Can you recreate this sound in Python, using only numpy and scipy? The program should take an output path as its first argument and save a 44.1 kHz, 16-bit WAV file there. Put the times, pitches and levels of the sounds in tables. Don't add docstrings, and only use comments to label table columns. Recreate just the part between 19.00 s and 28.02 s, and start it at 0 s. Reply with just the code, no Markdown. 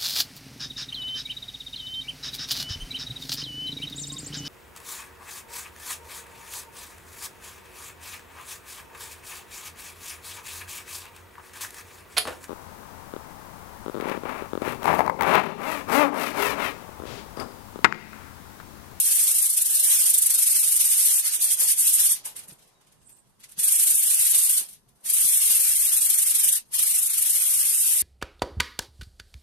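import sys
import numpy as np
from scipy import signal
from scipy.fft import rfft, irfft, next_fast_len
from scipy.io import wavfile
from scipy.ndimage import uniform_filter1d

SR = 44100
rng = np.random.default_rng(int(sys.argv[2]) if len(sys.argv) > 2 else 0)


def unload_audio(sound):
    columns = np.transpose(np.atleast_2d(sound))
    steps = np.round(np.clip(columns, -1, 1) * 32767)
    wavfile.write(sys.argv[1], SR, steps.astype(np.int16))


def invert_db(x):
    u = np.asarray(x, float) / 20
    return 10 ** u


N = 397775

# (first_turn_s, strokes, grit_level_db, dip_at_turn_db, panel_pressure_db)
MIDDLE_RUNS = [(4.575, 1, -23, 23, -23.5), (4.624, 2, -16, 9, -27.5), (4.707, 6, -16.5, 6.4, -27.5),
               (4.933, 2, -17.5, 4.5, -28.5), (5.018, 4, -17, 5.5, -27), (5.168, 1, -18, 3.8, -25.5),
               (5.25, 2, -17.5, 2.9, -26), (5.336, 2, -15.5, 7, -25.5), (5.41, 1, -18, 4.3, -27),
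               (5.484, 3, -18, 4.7, -27.5)]
# (start_s, peak_db, fade_db_per_s, panel_pressure_db)
TOUCHES = [(3.257, -28.5, 340, -26), (3.366, -35.5, 260, -27), (3.395, -39, 700, -28.5),
           (3.437, -48, 500, -27), (3.484, -43, 300, -33), (3.51, -54.5, 300, -23), (3.53, -51, 700, -32),
           (3.591, -60, 250, -28), (3.624, -61, 152, -27), (3.678, -63, 300, -29),
           (3.813, -65.5, 250.5, -26), (3.871, -65, 250, -26.5), (3.924, -61, 350, -29),
           (4.02, -67, 150, -30), (4.096, -52, 350, -31.5), (4.169, -58, 350, -35.5),
           (4.274, -70, 300, -31), (4.298, -66, 500, -36), (4.402, -57, 200, -30),
           (4.441, -45.5, 550, -20.5), (4.494, -49.5, 450, -31), (4.52, -45, 600, -30.5),
           (5.61, -32.5, 240, -25), (5.689, -41.5, 270, -32), (5.731, -45, 500, -32),
           (5.89, -60.5, 450, -33), (5.958, -66, 176, -34), (6.034, -57, 200, -36.5), (6.01, -62, 100, -35),
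           (7.655, -65, 100, -31.5), (7.69, -62, 300, -37)]
LANDING_S = 0.023


def sanding(t, speed, pressure_db):
    # (time_s, left_minus_right_db)
    sideways = [(0, -1.9), (3.5, -2.5), (4.24, -3), (4.6, -1.5), (9.02, -0.5)]
    # (pitch_hz, level_db_per_hz)
    grit = [(5000, -17), (6300, -7.5), (7300, -2.5), (10000, -0.5), (13000, 0.5), (15000, -4)]
    bite, give, panel_ring_s = 0.49, 0.35, 0.0027

    smooth_speed = np.sqrt(uniform_filter1d(speed ** 2, max(int(panel_ring_s * SR), 1)) + 1e-18)
    ringing = smooth_speed ** (1 - give)
    speed = speed * (speed / uniform_filter1d(speed, SR // 40)) ** bite

    pan_db = np.interp(t, *np.transpose(sideways))
    hiss = through_ports(coloured(grains(spread_db=0.36), grit))
    hiss = hiss / np.sqrt(np.mean(hiss ** 2))
    hiss = hiss * invert_db(0.6 + 1.4 * walk(120) + np.array([pan_db, -pan_db]) / 2)
    scrape = ringing * panel(t) * invert_db(pressure_db + 3.5 + 1.53 * walk(30))
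    return speed * hiss + scrape


def hand(t):
    low_quick = [(0, 1, -18.5, -2.5, -27.5), (.032, 1, -18, 4, -25), (.103, 4, -17, 5, -26.5),
                 (.263, 2, -17, 6.5, -26), (.337, 4, -18, 5.5, -28.5), (.486, 2, -20.5, 7, -28.5),
                 (.56, 2, -17, 10, -28), (.644, 2, -20, 9, -28), (.729, 1, -17.5, 6, -27),
                 (.786, 1, -17.5, 6, -27), (.821, 1, -17, 8.5, -26.5), (.876, 1, -17, 3, -23.5),
                 (.978, 1, -18, 2.5, -24), (1.05, 2, -15.5, 7.5, -26.5), (1.127, 8, -16.2, 11, -27),
                 (1.453, 2, -17, 8, -26), (1.543, 4, -18, 5, -26), (1.707, 2, -17.5, 6.5, -26.5),
                 (1.788, 2, -16, 9, -26), (1.885, 2, -17, 6, -25.5), (2.044, 1, -16.5, 2.5, -26),
                 (2.085, 2, -18.5, 1, -25.5)]
    low_slow = [(2.225, 1, -21, 11, -24.5), (2.306, 1, -22.5, 8.2, -23.5), (2.387, 1, -18, 16.4, -27),
                (2.481, 1, -18, 7, -25), (2.565, 1, -17.5, 17, -27.5), (2.666, 1, -17.5, 5.9, -24.5),
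                (2.755, 1, -17.5, 16.4, -29.5), (2.847, 1, -17, 3.8, -24.5), (2.916, 1, -16, 7, -29.5),
                (2.976, 2, -17, 5.6, -25), (3.088, 1, -18, 4.7, -23)]
    upper = [(6.045, 1, -28.5, 12, -27), (6.087, 2, -18, 11, -27), (6.159, 4, -18.5, 3.2, -27),
             (6.316, 4, -18, 2.9, -26.5), (6.49, 2, -16.5, 4.3, -25), (6.59, 2, -17.5, 5.9, -25.5),
             (6.664, 2, -19, 2.2, -24.5), (6.747, 2, -19, 3.7, -26.5), (6.834, 1, -18.5, 2.3, -27),
             (6.916, 2, -17, 7.4, -26.5), (7.002, 8, -17, 8.7, -26), (7.336, 2, -17.5, 8.7, -26),
             (7.427, 2, -16.3, 7.5, -26), (7.513, 1, -16.5, 9.7, -27.5), (7.548, 1, -20, 2, -25.5)]
    last = [(7.719, 1, -21.5, 23.4, -25), (7.778, 2, -17.5, 9.6, -25), (7.853, 4, -18.5, 6.2, -27),
            (8.014, 2, -20.5, 4.9, -29.5), (8.089, 2, -22, 7.1, -25), (8.164, 2, -19, 8.6, -27),
            (8.25, 2, -18.7, 6.8, -26), (8.322, 1, -19, 4.3, -27), (8.4, 2, -19, 5, -26.5),
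            (8.493, 2, -19, 2.3, -27), (8.565, 1, -19, 3.9, -27.5), (8.64, 2, -19.5, 3.5, -27),
            (8.723, 1, -19.5, 3, -26), (8.767, 1, -19, 2.8, -26.5), (8.86, 2, -18.5, 3, -25.5),
            (8.949, 1, -20, 1.8, -27.5)]
    # (time_s, grit_level_db, fall_db_per_s)
    lifts = [
        (3.148, -29, 421),
        (5.601, -25.5, 500),
        (7.573, -23.5, 650),
        (9.03, -23, 500),
    ]
    round_top, rest_db = 0.042, -76.5

    runs = [low_quick + low_slow, MIDDLE_RUNS, upper, last]
    passes = [strokes(*one) for one in zip(runs, lifts)]
    times, db = np.vstack([shape for shape, _ in passes]).T
    stroking = np.interp(t, times, invert_db(round_top * db)) ** (2 / round_top)
    touching = peaks(t, TOUCHES, rise_db_s=1400)
    resting = invert_db(2 * (rest_db + 1.5 * walk(24.94)[0]))
    speed = np.sqrt(stroking + touching + resting)

    pressure = [row for _, rows in passes for row in rows]
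    pressure = sorted(pressure + [(row[0], row[3]) for row in TOUCHES])
    return uniform_filter1d(speed, SR // 200), np.interp(t, *np.transpose(pressure))


def strokes(runs, lift):
    push_share, rise_share = 0.5, 0.42
    fall_s, sag_db = 0.026, 1.5
    pull_db, pull_dip, pull_panel_db = -0.12, 0.64, -1.5
    scatter_db, silent_db = -0.1, -79
    lift_s, lift_db, fall_db_s = lift

    shape, pressure = [(runs[0][0] - LANDING_S, silent_db)], []
    ends = [run[0] for run in runs[1:]] + [lift_s]
    for (start, count, db, dip_db, panel_db), end in zip(runs, ends):
        count = int(round(count))
        step = (end - start) / count
        turns = [start + step * (k - k % 2 + k % 2 * 2 * push_share) for k in range(count)] + [end]
        for k, chance in enumerate(scatter_db * rng.standard_normal((count, 3))):
            pull = k % 2
            full = turns[k] + rise_share * (turns[k + 1] - turns[k])
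            glide = max(turns[k + 1] - fall_s, full + 1e-3)
            top = db + pull * pull_db + chance[0]
            shape.append((turns[k], db - dip_db * pull_dip ** pull + chance[1]))
            shape.append((full, top))
            shape.append((glide, top - sag_db * (glide - full) / fall_s))
            pressure.append((full, panel_db + (pull - (count > 1) / 2) * pull_panel_db + chance[2]))
    shape.append((lift_s, lift_db))
    shape.append((lift_s + (lift_db - silent_db) / fall_db_s, silent_db))
    return shape, pressure


def panel(t):
    foot = [(530, -48.5), (900, -24), (1960, -14), (2980, -8.5), (4180, -6.5), (6400, -4.5), (8320, -22.5),
            (14100, -120)]
    paper = [(530, -31), (900, -10), (1210, -8), (1480, -3.5), (2910, 0), (6400, -1), (8320, -4),
             (14100, -120)]
    higher = [(530, -28), (900, -25), (1120, -17.5), (1600, -14), (2820, -5), (4350, -5), (6400, -4),
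              (8320, -19), (14100, -120)]

    place = np.searchsorted([TOUCHES[0][0] - LANDING_S, MIDDLE_RUNS[0][0] - LANDING_S], t)
    scrape = patchy(grains(spread_db=1.2), mode_db=4)
    tones = [coloured(scrape, tone, 1200, 5000) for tone in (foot, paper, higher)]
    return np.choose(place, tones)


def through_ports(x):
    # (pitch_hz, width_hz, lift_db, slope_above_db_per_khz)
    holes = [
        (11060, 1470, 14, 0),
        (8920, 820, 15.5, -0.62),
    ]
    x = np.pad(x, ((0, 0), (0, next_fast_len(N + 1) - N)))
    return np.array([port(side, *hole)[:N] for side, hole in zip(x, holes)])


def port(x, hz, width_hz, lift_db, slope_db):
    f = np.arange(len(x) // 2 + 1) * SR / len(x)
    gain = np.sqrt(1 + invert_db(2 * lift_db) / (1 + (2 * (f - hz) / width_hz) ** 2))
    loss = invert_db(slope_db * np.maximum(f - hz, 0) / 1000)
    return irfft(rfft(x) * gain * loss, len(x))


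def body(t, speed):
    # (pitch_hz, level_db_per_hz)
    box = [(120, -13.5), (250, -5), (400, 0), (600, -0.5), (1000, -1), (2200, -14)]
    # (peak_s, peak_db, slope_both_sides_db_per_s)
    leans = [(.25, -58.5, 48), (.91, -61, 19.5), (2.45, -55.5, 122), (2.63, -47.5, 238), (3.1, -64.5, 62),
             (3.262, -61.5, 75), (3.36, -64, 54), (3.52, -68, 84), (3.62, -67, 10), (4.44, -74, 66),
             (5.61, -54, 250), (5.9, -74.5, 21), (6.06, -62.5, 150), (7.79, -64.5, 71)]
    hum_db, stroke_db, follows = -63, -20.5, 0.34

    driven = invert_db(hum_db) * (uniform_filter1d(speed, SR // 30) / invert_db(stroke_db)) ** follows
    level = np.sqrt(driven ** 2 + peaks(t, leans))
    return coloured(partly_alike(0.27), box, 280, 1065) * level * invert_db(1.0 * walk(18))


def folding(t):
    # (peak_s, peak_db, slope_both_sides_db_per_s)
    folds = [
        (4.02, -71, 300),
        (4.072, -55, 450),
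        (4.128, -54, 350),
        (4.192, -59, 450),
    ]
    # (pitch_hz, level_db_per_hz)
    colour = [(6800, -25), (7500, -7), (8800, 0), (9800, -20)]
    pan_db = -8
    swish = coloured(grains(spread_db=2.0), colour)
    swish = swish * invert_db(np.array([[pan_db], [-pan_db]]) / 2 + 2.0 * walk(80))
    return swish * np.sqrt(peaks(t, folds))


def knuckle_taps():
    # (start_s, peak_db, pitch_hz)
    taps = [
        (3.253, -39.5, 880),
        (3.305, -55, 860),
    ]
    return knocks(taps, t60_s=0.14, soft_s=0.0037, rough=0.46)


def box_bumps():
    # (start_s, peak_db, pitch_hz)
    bumps = [
        (1.552, -57, 155),
        (3.486, -54, 180),
        (3.517, -48, 145),
        (4.574, -47.5, 163),
        (5.869, -61.5, 124),
        (6.242, -53, 157),
    ]
    return invert_db(16) * knocks(bumps, t60_s=0.066, soft_s=0.0098, rough=0.29)


def sole_squeak():
    # (start_s, peak_db, pitch_hz)
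    squeak = [
        (3.745, -68, 3820),
    ]
    return invert_db(9) * knocks(squeak, t60_s=0.17, soft_s=.02, rough=.05)


def knocks(events, t60_s, soft_s, rough):
    out = np.zeros(N + SR)
    t = np.arange(SR // 2) / SR
    chance = rng.standard_normal((len(events), len(t)))
    for (s, db, hz), noise in zip(events, chance):
        skirt = signal.lfilter(*signal.iirpeak(hz, 1.5, fs=SR), noise)
        ring = (1 - rough) * np.sin(2 * np.pi * hz * t) + rough * skirt / np.std(skirt)
        envelope = (1 - np.exp(-t / soft_s)) * invert_db(-60 * t / t60_s)
        out[int(s * SR):][:len(t)] += invert_db(db) * ring * envelope
    return out[:N]


def workshop():
    # (pitch_hz, level_db_per_hz)
    shop = [(20, 2), (40, 2.5), (80, -5.5), (132, 3), (200, 0), (300, -8.5), (1000, -30), (1600, -28.5),
            (15000, -52)]
    return coloured(partly_alike(0.29), shop) * invert_db(-66 + 2.8 * walk(9))


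def coloured(x, points, low_hz=0, high_hz=20000):
    hz, db = np.transpose(points)
    size = next_fast_len(N)
    f = np.maximum(np.arange(size // 2 + 1) * SR / size, 1)
    lines = rfft(x, size) * invert_db(np.interp(np.log(f), np.log(hz), db, left=-60, right=-60))
    band = lines[:, (f > low_hz) & (f < high_hz)]
    power = 2 * np.mean(np.sum(np.abs(band) ** 2, axis=1)) / size ** 2
    return irfft(lines, size)[..., :N] / np.sqrt(power)


def walk(rate):
    k = int(SR / rate)
    held = np.repeat(rng.standard_normal((2, N // k + 1)), k, axis=1)
    return 0.99 * uniform_filter1d(uniform_filter1d(held, k), k)[:, :N]


def grains(spread_db):
    return rng.standard_normal((2, N)) * invert_db(spread_db * rng.exponential(size=(2, N)))


def partly_alike(likeness):
    share = np.clip(likeness, 0, 1)
    noise = np.sqrt(share) * rng.standard_normal(N) + np.sqrt(1 - share) * rng.standard_normal((2, N))
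    return patchy(noise, mode_db=2.5)


def patchy(x, mode_db):
    cells = signal.stft(x, nperseg=1024)[2]
    ports, bins, frames = cells.shape
    chance_db = mode_db * rng.standard_normal((ports, bins, frames // 3 + 1))
    gain = np.repeat(invert_db(chance_db), 3, axis=2)
    return signal.istft(cells * gain[..., :frames], nperseg=1024)[1][:, :N]


def peaks(t, rows, rise_db_s=None):
    ms = np.arange(0, t[-1] + 1, 1e-3)
    power = 0
    for s, db, fade, *_ in rows:
        below_db = np.where(ms < s, (rise_db_s or fade) * (s - ms), fade * (ms - s))
        power = power + invert_db(2 * (db - below_db))
    return np.interp(t, ms, power)


def scene():
    t = np.arange(N) / SR
    speed, pressure_db = hand(t)
    rubbing = sanding(t, speed, pressure_db) + body(t, speed) + folding(t)
    blows = knuckle_taps() + box_bumps()
    return rubbing + blows + sole_squeak() + workshop()


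def starved(x):
    # (pitch_hz, share_of_bands_muted)
    muted = [(0, .05), (1500, .12), (4200, .32), (6200, 0)]
    hz, _, cells = signal.stft(x, SR, nperseg=1024)
    power = np.sum(np.abs(cells) ** 2, axis=(0, 1))
    loud = np.where(power > np.mean(power) / 20, 1, .1)
    share = np.outer(np.interp(hz, *np.transpose(muted)), loud)
    for bins, frames, often in ((3, 3, .8), (5, 4, .35), (8, 4, .2)):
        chance = rng.random((len(hz) // bins + 1, len(power) // frames + 1))
        chance = np.kron(chance, np.ones((bins, frames)))
        cells = cells * (chance[:len(hz), :len(power)] > often * share)
    return signal.istft(cells, nperseg=1024)[1][:, :N]


def roll_off(x):
    return signal.sosfilt(signal.butter(12, 15540, fs=SR, output="sos"), x)


def record(dry):
    low_pass = signal.ellip(12, .3, 80, 14280, fs=SR, output="sos")
    mix = starved(signal.sosfilt(low_pass, dry))
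    return roll_off(mix)


dry = scene()
out = record(dry)
unload_audio(out)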